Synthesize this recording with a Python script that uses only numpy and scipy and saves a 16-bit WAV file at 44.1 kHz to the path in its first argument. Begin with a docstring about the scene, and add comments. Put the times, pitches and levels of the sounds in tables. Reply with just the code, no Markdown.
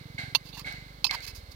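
"""A slow engine putters over a faint hiss of outdoor air, one exhaust puff to each firing, and far off
something ringing is knocked about twice a second, like hammering. Close to the right microphone a metal
tool clicks against a hand-held oyster shell and scrapes the meat loose with wet crackles. Impacts set
shell and steel ringing in their modes; stick-slip friction drives the same modes and the shell's hollow.
The left microphone is muffled."""
import sys
import numpy as np
from scipy import signal
from scipy.fft import rfft, irfft
from scipy.io import wavfile

SR = 44100
rng = np.random.default_rng(int(sys.argv[2]) if len(sys.argv) > 2 else 0)


def transcribe(u):
    """Save the signal u as a 16-bit wav file named by the first command-line argument.

    u: samples, shape (n,) or (channels, n), limited to [-1, 1]; the rate is SR.
    q: integer samples, one column per channel.
    """
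    v = np.clip(np.atleast_2d(u).T, -1, 1)
    q = np.round(v * 32767).astype(np.int16)
    wavfile.write(sys.argv[1], SR, q)


N = 68355

# Bright spectrum of scraping grit and crackles: frequency_hz, level_db
GRIT_SPECTRUM = [(400, -45), (1500, -46), (4500, 18.5), (7000, 5.5), (8200, 1.5), (10500, 6), (15200, 3.5),
                 (16500, -1.5)]


def amp(db):
    """Decibels to amplitude ratio."""
    return 10 ** (np.asarray(db) / 20)


def unit(x):
    """Normalisation to rms 1."""
    return x / np.sqrt(np.mean(x ** 2) + 1e-20)


def curve_at(points, hz):
    """Interpolation on a logarithmic frequency axis."""
    frequencies, values = np.transpose(points)
    return np.interp(np.log(hz + 1), np.log(frequencies), values)


def bins(x):
    """Frequencies of the Fourier components of x, in Hz."""
    return np.fft.rfftfreq(x.shape[-1], 1 / SR)


def colour(x, spectrum):
    """Spectral shaping by a curve in dB, at rms 1."""
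    return unit(irfft(rfft(x) * amp(curve_at(spectrum, bins(x))), x.shape[-1]))


def resonance(x, hz, half_width_hz):
    """Response of a single Lorentzian resonance to x, at rms 1."""
    return unit(irfft(rfft(x) / (1 + ((bins(x) - hz) / half_width_hz) ** 2), x.shape[-1]))


def add(mix, start_s, sound):
    """Superposition: a sound joins the mix at start_s."""
    part = mix[max(round(start_s * SR), 0):][:len(sound)]
    part += sound[:len(part)]


def stereo_noise():
    """Partial coherence: the likeness of distant noise at the two microphones varies with frequency."""
    # Left-right likeness: frequency_hz, correlation
    likeness = [(50, 0.31), (130, 0.66), (300, 0.99), (1000, 0.43), (2200, 0.71), (5000, 0.27), (15000, 1)]
    common, separate = rfft(rng.standard_normal((2, N)))
    correlation = np.clip(curve_at(likeness, bins(np.zeros(N))), 0, 1)
    left = correlation * common + np.sqrt(1 - correlation ** 2) * separate
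    return irfft(np.array([left, common]), N)


def air():
    """Stationary broadband noise: the faint hiss of the outdoors."""
    # Outdoor air: frequency_hz, level_db
    spectrum = [(25, -16), (50, 6), (110, -13), (270, -4.5), (360, -10), (470, -3.5), (700, -11.5),
                (1200, -10), (2500, -17.5), (4300, -6), (5500, -17.5), (8000, -25.5), (12000, -24),
                (16000, -21.5)]
    return amp(-52) * colour(stereo_noise(), spectrum)


def engine():
    """A pulse train: each firing excites the pipe's note and a boom; the note sinks as the engine slows."""
    # Engine speed: time_s, firing_rate_hz
    speed = [(0, 22.08), (.32, 22.41), (.47, 24.39), (.88, 24.39), (.96, 25.62), (1.09, 23.96),
             (1.21, 21.83), (1.32, 21.64), (1.46, 17.73), (1.55, 17.26)]
    # Exhaust puffs: time_s, level_db, pitch_hz, boom_db
    exhaust = [(0, -34.5, 133, -78), (.27, -33, 120.4, -72), (.5, -39.5, 143, -52), (.76, -37, 129, -46.5),
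               (1.05, -42, 137.5, -49.5), (1.25, -41, 102, -46.5), (1.378, -38.5, 84, -42),
               (1.55, -39, 71, -104)]
    peak_cycles, lead_cycles, spread_db = 0.88, 0.775, 1.5
    overtone_ratio, overtone_db = 2.15, -16.5
    boom_hz, boom_peak_s = 50.3, 0.0097
    out, t = np.zeros(N), np.arange(SR // 12) / SR
    firing_rate = np.interp(np.arange(N) / SR, *np.transpose(speed))
    firing_count = np.floor(0.72 + np.cumsum(firing_rate) / SR)
    times, *controls = np.transpose(exhaust)
    for firing_s in np.flatnonzero(np.diff(firing_count)) / SR:
        db, hz, boom_db = (np.interp(firing_s, times, column) for column in controls)
        puff_age, boom_age = t * hz / peak_cycles, t / boom_peak_s  # 1 at each envelope's peak
        phase = 2 * np.pi * hz * t
        note = np.sin(phase) + amp(overtone_db) * np.cos(overtone_ratio * phase)
        puff = amp(db + spread_db * rng.standard_normal()) * (puff_age * np.exp(1 - puff_age)) ** 3 * note
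        boom = amp(boom_db) * boom_age * np.exp(1 - boom_age) * np.sin(2 * np.pi * boom_hz * t)
        add(out, firing_s - lead_cycles / hz, puff - boom)
    return out


def knocks():
    """Direct sound and reverberation: each far blow rings, and its echoes die away in two stages."""
    # Distant blows: start_s, wash_db, wash_rise_s, direct_db
    blows = [(-.28, -28.5, .012, -42), (0.18, -34, 0.0063, -29), (.645, -32, 0.03, -34),
             (1.094, -32, 0.018, -24)]
    # Wash of echoes: frequency_hz, level_db
    wash_spectrum = [(200, -9), (550, -11.5), (760, 0), (1000, -15), (1350, -8), (1620, 6.5), (1870, -6),
                     (2150, -6.5), (2800, -5), (3500, -6.5), (4200, 4.5), (5300, -13), (8000, -19.5),
                     (15000, -29)]
    # Two tones ringing in the wash: pitch_hz, half_width_hz, level_db
    wash_tones = [(2071, 47, -6), (2217, 42, -8)]
    direct_hz, direct_rise_s, direct_t60_s = 2190, 0.001, 0.093
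    hold_s, early_t60_s, late_db, late_t60_s = 0.013, 0.44, -14.5, 1.695
    t, envelope, direct = np.arange(N) / SR, np.zeros(N), np.zeros(N)
    for start_s, wash_db, wash_rise_s, direct_db in blows:
        age = np.maximum(t - start_s, 0)
        fading_s = np.maximum(age - hold_s, 0)
        decay = np.hypot(amp(-60 * fading_s / early_t60_s), amp(late_db - 60 * fading_s / late_t60_s))
        envelope += np.minimum(age / wash_rise_s, 1) * amp(wash_db) * decay
        direct_level = np.minimum(age / direct_rise_s, 1) * amp(direct_db - 60 * age / direct_t60_s)
        direct += direct_level * np.sin(2 * np.pi * direct_hz * age)
    noise = stereo_noise()
    tones = sum(amp(db) * resonance(noise, hz, width) for hz, width, db in wash_tones)
    wash = amp(-2) * colour(stereo_noise(), wash_spectrum)
    return direct + envelope * (wash + tones)


def crackles():
    """Broadband transients: the wet meat lets go in tiny bright snaps with no ring."""
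    # Snaps of the meat: start_s, level_db
    snaps = [(0.146, -51.5), (0.5947, -29), (0.7248, -37), (1.205, -41), (1.245, -43), (1.2663, -34.5),
             (1.2797, -30), (1.292, -47.5), (1.3608, -42)]
    t60_s = 0.02
    out, t = np.zeros(N), np.arange(SR // 20) / SR
    for start_s, db in snaps:
        add(out, start_s, colour(rng.standard_normal(len(t)), GRIT_SPECTRUM) * amp(db - 60 * t / t60_s))
    return out


def shell_ring(place, t60_factor):
    """Modal vibration of shell and steel; the place touched (0 bowl, 1 edge) weights the modes."""
    # Modes of shell and tool: pitch_hz, bowl_db, edge_db, t60_s
    shell_modes = [(883, -28, -36, 0.055), (1083, -30, -35, 0.073), (2610, -38, -11.5, 0.038),
                   (2731, -9.5, -30.5, 0.042), (3040, -27, -23.5, 0.063), (3514, -10.5, -23.5, 0.029),
                   (4115, -12.5, -11.5, 0.028), (4320, -10, -13.5, 0.034), (4495, -6, -37, 0.044),
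                   (4680, -18, -14.5, 0.087), (5100, -42, -12.5, 0.079), (5200, -53, -6, 0.02),
                   (5830, -36, -32, 0.018), (6190, -26.5, -28, 0.068), (7300, -66, -20, 0.028)]
    # Thin overtones of the steel: pitch_hz, level_db, t60_s
    steel_modes = [(8560, -36, 0.059), (10200, -30.5, 0.058), (12560, -30.5, 0.075), (14800, -29.5, 0.052)]
    t = np.arange(SR // 8) / SR
    modes = [(hz, bowl + (edge - bowl) * place, t60) for hz, bowl, edge, t60 in shell_modes] + steel_modes
    return sum((-1) ** k * amp(db - 60 * t / (t60 * t60_factor)) * np.sin(2 * np.pi * hz * t)
               for k, (hz, db, t60) in enumerate(modes))


def clicks():
    """Impact excitation: each strike gives a crack and a ring, soon damped by the pressing tool."""
    # Tool striking and bouncing on the shell: start_s, level_db, place, t60_factor, crack_offset_db
    strikes = [(.3492, -3, 0.042, 0.71, 10), (.3547, 0.5, 0.054, 0.67, 1), (.361, -10, 0.064, 0.58, 8.5),
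               (1.0438, -6.5, 0.82, 0.59, 5.5), (1.0441, -1.5, .85, 1, -8.5),
               (1.0502, -7.5, 0.94, 0.68, 10.5), (1.0672, -15, 1, 1, 7), (1.0698, -23.5, 0.99, 0.96, 12),
               (1.1103, -9.5, 1, .22, 12)]
    # Contact crack: frequency_hz, level_db
    crack_spectrum = [(150, -26), (500, -29), (950, 0), (1500, -20), (2200, -26), (4400, 6), (6000, -12.5),
                      (8000, -26), (15000, -27)]
    crack_db, crack_t60_s, choke_s = -17, 0.02, 0.064
    out, t = np.zeros(N), np.arange(SR // 8) / SR
    choke = np.exp(-(t / choke_s) ** 2)
    for start_s, db, place, t60_factor, crack_offset_db in strikes:
        crack = colour(rng.standard_normal(len(t)), crack_spectrum)
        crack *= amp(crack_db + crack_offset_db - 60 * t / crack_t60_s)
        add(out, start_s, amp(db) * (shell_ring(place, t60_factor) + crack) * choke)
    return out


def scrapes():
    """Stick-slip friction: a swell of tiny uneven slips excites damped modes, the hollow and the grit."""
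    # Tool dragged on the shell:
    # start_s, length_s, level_db, crest_fraction, place, hollow_db, hollow_hz, grit_db
    strokes = [(0.444, 0.053, -48.5, 0.4, .5, -19.5, 860, -8), (0.488, 0.024, -49, 0.1, 0.7, -16, 870, -5),
               (.526, 0.025, -43.5, 0.1, 0, -15.5, 880, -24), (0.543, 0.027, -44.5, 0.2, 0, -15, 866, -6),
               (.569, 0.029, -43.5, 0.25, 0.16, -4.5, 940, -4),
               (0.581, 0.043, -44.5, 0.5, 0.9, -9, 1075, -8), (1.121, 0.028, -35.5, 0.66, 1, -6, 1060, -14),
               (1.141, 0.016, -33.5, 0.59, 0.77, -2.5, 1020, -6.5),
               (1.218, 0.039, -41, 0.9, 0.87, -28, 990, -5.5),
               (1.272, 0.045, -41.5, 0, 0.82, -19.5, 970, -3.5), (1.348, 0.075, -51, 0, 0.66, -34, 1000, 4),
               (1.51, 0.025, -53, .3, 0.56, -21, 980, 3)]
    slips_per_s, spread_db = 9200, 2.5
    half_width_hz, overtone_ratio, overtone_db = 127, 1.92, -3  # hollow of the cupped shell
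    out, t = np.zeros(N), np.arange(SR // 8) / SR
    for start_s, length_s, db, crest, place, hollow_db, hollow_hz, grit_db in strokes:
        sizes = amp(spread_db * np.minimum(rng.exponential(1, len(t)), 3)) * rng.choice([-1, 1], len(t))
        swell = np.interp(t / length_s, [0, np.clip(crest, .05, .95), 1], [.25, 1, .15]) * (t < length_s)
        slipping = rng.random(len(t)) < slips_per_s / SR
        slips = unit(sizes * slipping * swell)
        body = unit(signal.fftconvolve(slips, shell_ring(place, t60_factor=0.38))[:len(t)])
        hollow = resonance(slips, hollow_hz, half_width_hz)
        hollow += amp(overtone_db) * resonance(slips, hollow_hz * overtone_ratio, 2 * half_width_hz)
        sound = body + amp(hollow_db) * hollow + amp(grit_db) * colour(slips, GRIT_SPECTRUM)
        fade = np.clip((t[-1] - t) / length_s - .5, 0, 1)
        add(out, start_s, amp(db) * np.sqrt(length_s / t[-1]) * sound * fade)
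    return out


def hand_echo(x):
    """Scattering from hands and knees: very short echoes on the way to the left microphone."""
    level_db, t60_s = -8.5, 0.0065
    t = np.arange(SR // 50) / SR
    taps = rng.standard_normal(len(t)) * amp(-60 * t / t60_s)
    return amp(level_db) * signal.fftconvolve(x, taps / np.linalg.norm(taps))[:N]


def microphones(left, right, left_response, lag_s):
    """Time and level differences: the left microphone hears slightly later and much duller."""
    hz = bins(left)
    delay = np.exp(-2j * np.pi * hz * lag_s)
    return np.array([irfft(rfft(left) * amp(curve_at(left_response, hz)) * delay, N), right])


def scene():
    """A small radiator gives little bass: the shell sounds thin and close, before knocks, engine and air."""
    # Left microphone relative to the right, near sound: frequency_hz, gain_db
    left_near = [(100, 17), (700, -7.5), (1300, -0.5), (2300, -6), (2900, -13.5), (4400, -32), (6000, -33),
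                 (8000, -12.5), (11000, -11.5), (15000, -15)]
    # The same for distant sound: frequency_hz, gain_db
    left_far = [(50, -1), (130, -4.5), (300, 0), (1300, -2), (2250, -3), (2900, -13), (4400, -24),
                (6000, -18), (8000, -11.5), (15000, -13.5)]
    radiates_above_hz = 626
    radiation = signal.butter(2, radiates_above_hz, "highpass", fs=SR, output="sos")
    near = signal.sosfilt(radiation, clicks() + scrapes() + crackles())
    far = knocks() + engine() + air()
    near_pair = microphones(near + hand_echo(near), near, left_near, lag_s=0.00006)
    return near_pair + microphones(*far, left_far, lag_s=0.00035)


def record(dry):
    """Automatic gain control, between a low cut and a band limit, ducks briefly after the loud clicks."""
    low_cut_hz, band_limit_hz = 28, 16100
    threshold_db, duck_share, smooth_s, recover_db_per_s = -24.5, 0.31, 0.033, 48
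    dry = signal.sosfilt(signal.butter(2, low_cut_hz, "highpass", fs=SR, output="sos"), dry)
    pole = np.exp(-1 / (smooth_s * SR))
    right_db = 10 * np.log10(signal.lfilter([1 - pole], [1, -pole], dry[1] ** 2) + 1e-12)
    fall_db = np.arange(N) * recover_db_per_s / SR
    held_db = np.maximum.accumulate(right_db + fall_db) - fall_db  # peaks, sinking at a steady rate
    ducked = dry * amp(-duck_share * np.maximum(held_db - threshold_db, 0))
    lowpass = signal.firwin(255, band_limit_hz, window=("kaiser", 9), fs=SR)
    return signal.oaconvolve(ducked, lowpass[None], "same")


dry = scene()
out = record(dry)
transcribe(out)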